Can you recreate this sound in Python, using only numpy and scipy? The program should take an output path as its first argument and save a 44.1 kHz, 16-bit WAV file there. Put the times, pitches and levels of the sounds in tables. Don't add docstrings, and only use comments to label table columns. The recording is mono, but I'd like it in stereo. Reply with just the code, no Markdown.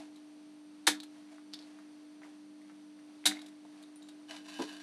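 import sys
import numpy as np
from scipy import signal
from scipy.fft import rfft, irfft, next_fast_len
from scipy.io import wavfile
from scipy.ndimage import map_coordinates

SR = 44100
rng = np.random.default_rng(int(sys.argv[2]) if len(sys.argv) > 2 else 0)


def output_pcm(signal):
    pcm = np.clip(np.atleast_2d(signal).T, -1, 1) * 32767
    wavfile.write(sys.argv[1], SR, np.round(pcm).astype(np.int16))


N = 212650
TIME = np.arange(N) / SR

# f/Hz, relative level per Hz/dB
SNIP_COLOUR = [(88, -47), (150, -17.5), (270, -10), (434, -15), (893, -4.5), (1040, -9), (1210, -11.5),
               (1440, -6), (3070, -6), (3640, -0.5), (5220, -8), (9760, -11), (13200, -22.5), (14000, -46)]
# f/Hz, relative level per Hz/dB
RUSTLE_COLOUR = [(260, -43), (450, -17), (654, 4.5), (1380, -8.5), (1570, -3), (3000, -8), (10800, -19),
                 (14000, -44)]


def from_db(db):
    return 10 ** (np.asarray(db) / 20)


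def rms_one(x):
    return x / np.sqrt(np.mean(x ** 2) + 1e-20)


def coloured(x, spectrum, tilt_db=0):
    hz = np.maximum(np.fft.rfftfreq(len(x), 1 / SR), 10)
    table = np.array(spectrum)
    level_db = np.interp(np.log(hz), np.log(table[:, 0]), table[:, 1])
    level_db = level_db + tilt_db * np.log2(hz / 3000)
    return rms_one(irfft(rfft(x) * from_db(level_db), len(x)))


def drift(rate):
    knots = rng.standard_normal(int(N / SR * rate) + 3)
    return map_coordinates(knots, [TIME * rate], order=2)


def stroke(rows):
    level_db = []
    for s, full_db, rise, hold, fall in rows:
        before = np.maximum(s - TIME, 0) / rise
        after = np.maximum(TIME - s - abs(hold), 0) / fall
        level_db.append(full_db - 20 * (before + after))
    return from_db(np.max(level_db, axis=0))


def dying(age, t60):
    attack_s = 0.002
    return (1 - np.exp(-age / attack_s)) * from_db(-60 * age / t60)


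def resonance(x, hz, width_hz):
    r = np.exp(-np.pi * width_hz / SR)
    feedback = [1, -2 * r * np.cos(2 * np.pi * hz / SR), r * r]
    return signal.lfilter(np.array([1, 0, -1]) * (1 - r * r) / 2, feedback, x)


def ring(clicks, hz, t60):
    r, w = from_db(-60 / (t60 * SR)), 2 * np.pi * hz / SR
    return signal.lfilter([0, np.sin(w)], [1, -2 * r * np.cos(w), r * r], clicks + 1e-18)


def add(out, s, burst):
    at = round(s * SR)
    out[at:at + len(burst)] += burst[:N - at]


def struck(blows, modes):
    s, peak_db = np.array(blows)[:, :2].T
    chance, out = rng.standard_normal((len(s), len(modes), 2)), np.zeros(N)
    for k, (hz, level_db, t60) in enumerate(modes):
        clicks = np.zeros(N)
        strengths = from_db(peak_db + level_db + 1.3 * chance[:, k, 0])
        clicks[(s * SR).astype(int)] = strengths * np.sign(chance[:, k, 1])
        out += ring(clicks, hz, t60)
    return out


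def grains():
    grains_per_s, spread_db = 1800, 2
    sizes = from_db(spread_db * np.minimum(rng.exponential(1, N), 5)) * rng.choice([-1, 1], N)
    return sizes * (rng.random(N) < grains_per_s / SR)


def hum(loud):
    # f/Hz, rms level/dB, waver/dB
    partial_rows = [(199.6, -73, 3), (249, -74.5, 0.5), (299.8, -53.5, 0.24), (388, -79, 3),
                    (638.6, -75.5, -0.5)]
    swell_db, swell_at_start = 10.5, 0.87
    rise_s, fall_s = 0.0045, 0.038
    rise, fall = np.exp(-1 / (rise_s * SR)), np.exp(-1 / (fall_s * SR))
    envelope = signal.lfilter([1 - rise], [1, -rise], np.abs(loud))
    envelope = signal.lfilter([1 - fall], [1, -fall], envelope)
    swell = 1 + from_db(swell_db) * envelope / 0.022 + swell_at_start * np.exp(-TIME / 0.043)
    partials = 0
    for hz, level_db, waver_db in partial_rows:
        gain = from_db(level_db + waver_db * drift(14))
        partials = partials + gain * np.sin(2 * np.pi * (hz * TIME + rng.random()))
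    return swell * np.sqrt(2) * partials


def hiss():
    # f/Hz, relative level per Hz/dB
    broad_colour = [(20, -45), (60, -18.5), (110, -5.5), (200, 6.5), (400, 2), (640, 1), (900, -0.5),
                    (1800, -5.5), (4400, -7), (7000, -15), (10300, -15.5), (12200, -27), (12700, -38),
                    (14000, -48)]
    # f/Hz, width/Hz, rms level/dB
    whines = [(4490, 220, -81), (5910, 150, -81.5), (8680, 330, -80.5)]
    level = from_db(-65.5 + 0.74 * drift(6.04))
    broad = level * coloured(rng.standard_normal(N), broad_colour)
    white = rng.standard_normal(N)
    thin = sum(from_db(level_db) * rms_one(resonance(white, hz, width_hz)) for hz, width_hz, level_db in whines)
    return broad + thin


def rustle():
    # full from t/s, level/dB, rise over 20 dB/s, hold/s, fall over 20 dB/s
    strokes = [(0, -54, .01, 0, 0.1), (.18, -67, 0.25, 0, 0.2), (1.15, -66, 0.096, 0, .35),
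               (1.33, -61, .12, 0, 0.14), (1.55, -67, 0.046, .17, 0.63), (2.24, -62, 0.037, 0, 0.23),
               (2.68, -68, 0.16, 0, 0.27), (3.35, -58.5, 0.057, 0.0043, 0.27),
               (3.8, -65.5, 0.37, 0.0057, .1), (4.1, -67.5, 0.55, 0, 0.36), (4.3, -54, .02, 0.061, 0.056)]
    return stroke(strokes) * coloured(grains(), RUSTLE_COLOUR)


def drag():
    # full from t/s, level/dB, rise over 20 dB/s, hold/s, fall over 20 dB/s
    strokes = [(4.29, -61.5, 0.018, 0.086, 0.13), (4.52, -55, 0.14, 0.13, 0.41)]
    # f/Hz, width/Hz, level/dB
    shaft_modes = [(1048, 30, -2), (1628, 75, 0), (2660, 110, -5.5), (2970, 43, 3.5), (3640, 260, -6),
                   (4040, 110, -6.5), (4550, 110, -7.5), (5700, 110, -11)]
    # t/s, level re the drag before the bump's envelope/dB
    bumps = [(4.291, 6), (4.307, 14.5), (4.362, 12), (4.457, 6), (4.483, 8.5), (4.59, 2), (4.598, 2),
             (4.618, 11.5)]
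    bump_t60_s, hiss_db = 0.054, -2
    roll_from_s, roll_step_s, roll_db = 4.69, 0.037, 5
    rolls = [(s, roll_db) for s in np.arange(roll_from_s, N / SR, roll_step_s)]
    pressure = np.ones(N)
    for s, level_db in bumps + rolls:
        add(pressure, s, from_db(level_db) * dying(TIME[:4096], bump_t60_s))
    slips = grains()
    shaft = sum(from_db(level_db) * resonance(slips, hz, width_hz) for hz, width_hz, level_db in shaft_modes)
    contact_hiss = from_db(hiss_db) * coloured(slips, RUSTLE_COLOUR, tilt_db=1.5)
    return stroke(strokes) * pressure * (rms_one(shaft) + contact_hiss)


def knocks():
    # t/s, nominal level/dB
    contacts = [(4.591, -28), (4.598, -30.5), (4.614, -34.5), (4.624, -36.5), (4.639, -52)]
    # f/Hz, width/Hz, level/dB
    bench_modes = [(237, 89, -1.5), (350, 61, 1.5), (435, 48, -0.5), (598, 76, -9.5), (773, 81, -8),
                   (966, 55, -5), (1210, 120, -16.5)]
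    snap_db, rattle_db, rattle_t60_s = 35, 16, 0.093
    force = np.zeros(N)
    for s, peak_db in contacts:
        rattle = dying(TIME[:6000], rattle_t60_s) * rng.standard_normal(6000)
        add(force, s, from_db(peak_db + rattle_db) * rattle)
        add(force, s, from_db([peak_db + snap_db]))
    return sum((-1) ** k * from_db(level_db) * resonance(force, hz, width_hz)
               for k, (hz, width_hz, level_db) in enumerate(bench_modes))


def ticks():
    # t/s, nominal level/dB, centre f/Hz, half-spread of ln f, broad snap re the tick/dB
    tick_rows = [(.159, -56.5, 3940, .1, 1), (0.8756, -12, 1750, 0.26, -19),
                 (1.002, -35.5, 3970, 0.16, -3.5), (1.032, -47.5, 4080, .06, 5),
                 (1.383, -49, 1385, 0.29, -14), (1.5318, -48, 4450, 0.1, -15),
                 (1.5363, -30, 4740, 0.21, -9), (1.541, -38, 3640, 0.12, -2),
                 (1.5901, -39.5, 4520, 0.35, -16), (1.615, -52, 4250, .15, -12),
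                 (1.625, -47, 4350, 0.23, -16), (1.788, -46.5, 1436, 0.45, -8),
                 (2.219, -44, 1370, 0.62, -21), (2.234, -47, 2000, 0.089, -23),
                 (2.25, -48, 1124, 0.33, -17), (2.616, -56, 2040, 0.11, -6),
                 (2.698, -48.5, 1530, 0.47, -23), (2.99, -55, 1840, 0.26, -10),
                 (3.241, -43.5, 2220, 0.26, -31), (3.263, -15.5, 3856, 0.032, -27),
                 (3.272, -17.5, 3490, .17, 2.5), (3.313, -32.5, 1995, 0.11, -20),
                 (3.3205, -33, 1680, 0.37, -16), (3.358, -49, 2100, 0.056, -5),
                 (3.370, -45.5, 2140, 0.035, -9), (3.392, -46, 3840, 0.067, -7),
                 (3.416, -48.5, 3620, .16, 3), (3.461, -53, 3510, .09, 5.5),
                 (3.483, -60.5, 1990, 0.076, 5.5), (3.651, -48, 836, 0.52, -10.5),
                 (3.825, -59, 9200, .2, 7), (3.837, -49.5, 3830, 0.061, -14),
                 (3.959, -47, 9400, 0.084, -10), (4.023, -53, 3860, 0.055, -4),
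                 (4.029, -58, 7280, .03, -20), (4.086, -52.5, 3840, .04, 2.5)]
    base_t60_s, shortens, broad_shortens = 0.067, 0.26, 0.29
    snap_share = 0.52
    out, age, place = np.zeros(N), TIME[:4096], np.linspace(-1, 1, num=15)[:, None]
    for s, peak_db, hz, spread, snap_db in tick_rows:
        t60 = base_t60_s * from_db(-shortens * (peak_db + 50)) * (.1 / spread) ** broad_shortens
        noise, chance = rng.standard_normal(len(age)), rng.random((3, 15, 1))
        pitches = hz * np.exp(spread * (place + 0.33 * (chance[0] - .5)))
        strengths = np.exp(-1.5 * place ** 2) * (.5 + chance[1])
        lives = t60 * (1.35 + chance[2])
        modes = strengths * from_db(-60 * age / lives) * np.sin(2 * np.pi * pitches * age)
        tone = modes.sum(axis=0) / 7.16
        puff = coloured(noise, SNIP_COLOUR, tilt_db=1.5)
        snap = from_db(snap_db) * dying(age, snap_share * t60) * puff
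        add(out, s, from_db(peak_db) * (tone + snap))
    return out


def snips():
    # t/s, nominal peak level/dB, tilt/(dB/octave), t60/s
    shocks = [(0.868, -10, 3.5, .11), (0.8752, -10.5, -3.5, 0.058), (3.2551, -12, 3, 0.11),
              (3.263, -14.5, 4, 0.077)]
    # f/Hz, relative level/dB, t60/s
    board_modes = [(398, -13.5, 0.033), (757, -11, 0.22), (965, -10.5, 0.068), (1360, -11, .06),
                   (1660, -16, 0.065), (2090, -1.5, 0.092), (3560, -3, 0.11), (3870, -5.5, 0.078),
                   (3640, 6.5, 0.044), (4080, -7, 0.092), (4550, -20.5, .08)]
    board_db = -22
    out, age = np.zeros(N), TIME[:8192]
    for s, peak_db, tilt_db, t60 in shocks:
        noise = coloured(rng.standard_normal(len(age)), SNIP_COLOUR, tilt_db)
        add(out, s, from_db(peak_db - 8.0) * dying(age, t60) * noise)
    return out + from_db(board_db) * struck(shocks, board_modes)


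def room(x):
    low_t60_s, wall_cut_hz = 0.21, 14000
    size = next_fast_len(N + SR)
    hz = np.fft.rfftfreq(size, 1 / SR)
    wall = 1 / (1 + 1j * hz / wall_cut_hz)
    echoes = 0
    for k, lag in enumerate(np.geomspace(.006, .037, num=18)):
        loop = from_db(-60 * lag / low_t60_s) * wall * np.exp(-2j * np.pi * hz * lag)
        echoes = echoes + (-1) ** k * loop / (1 - loop)
    return irfft(rfft(x, size) * echoes, size)[:N]


def scene():
    bass_cut_hz, room_db = 193, -21.5
    near = rustle() + drag() + knocks() + ticks() + snips()
    near = signal.sosfilt(signal.butter(4, bass_cut_hz, "high", fs=SR, output="sos"), near)
    heard = near + from_db(room_db) * room(near)
    return np.tile(heard + hum(heard) + hiss(), (2, 1))


def record(dry):
    near_s, far_s = 71.5 / 44100, 178 / 44100
    near_db, near_shelf_db, near_treble_db, far_db = -.2, -2, -2, -5
    shelf_hz, treble_hz = 1100, 4700
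    size = next_fast_len(N + 1024)
    hz = np.fft.rfftfreq(size, 1 / SR)
    treble = hz ** 4 / (hz ** 4 + treble_hz ** 4)
    shelf = hz ** 2 / (hz ** 2 + shelf_hz ** 2)
    near_gain = from_db(near_db + near_shelf_db * shelf + near_treble_db * treble)
    near = -near_gain * np.exp(-2j * np.pi * hz * near_s)
    far = from_db(far_db) * treble * np.exp(-2j * np.pi * hz * far_s)
    side = irfft(rfft(dry[0], size) * (near + far), size)[:N]
    wide = np.array([dry[0] + side, dry[0] - side])
    return signal.sosfilt(signal.cheby2(12, 70, 14300, fs=SR, output="sos"), wide)


dry = scene()
out = record(dry)
output_pcm(out)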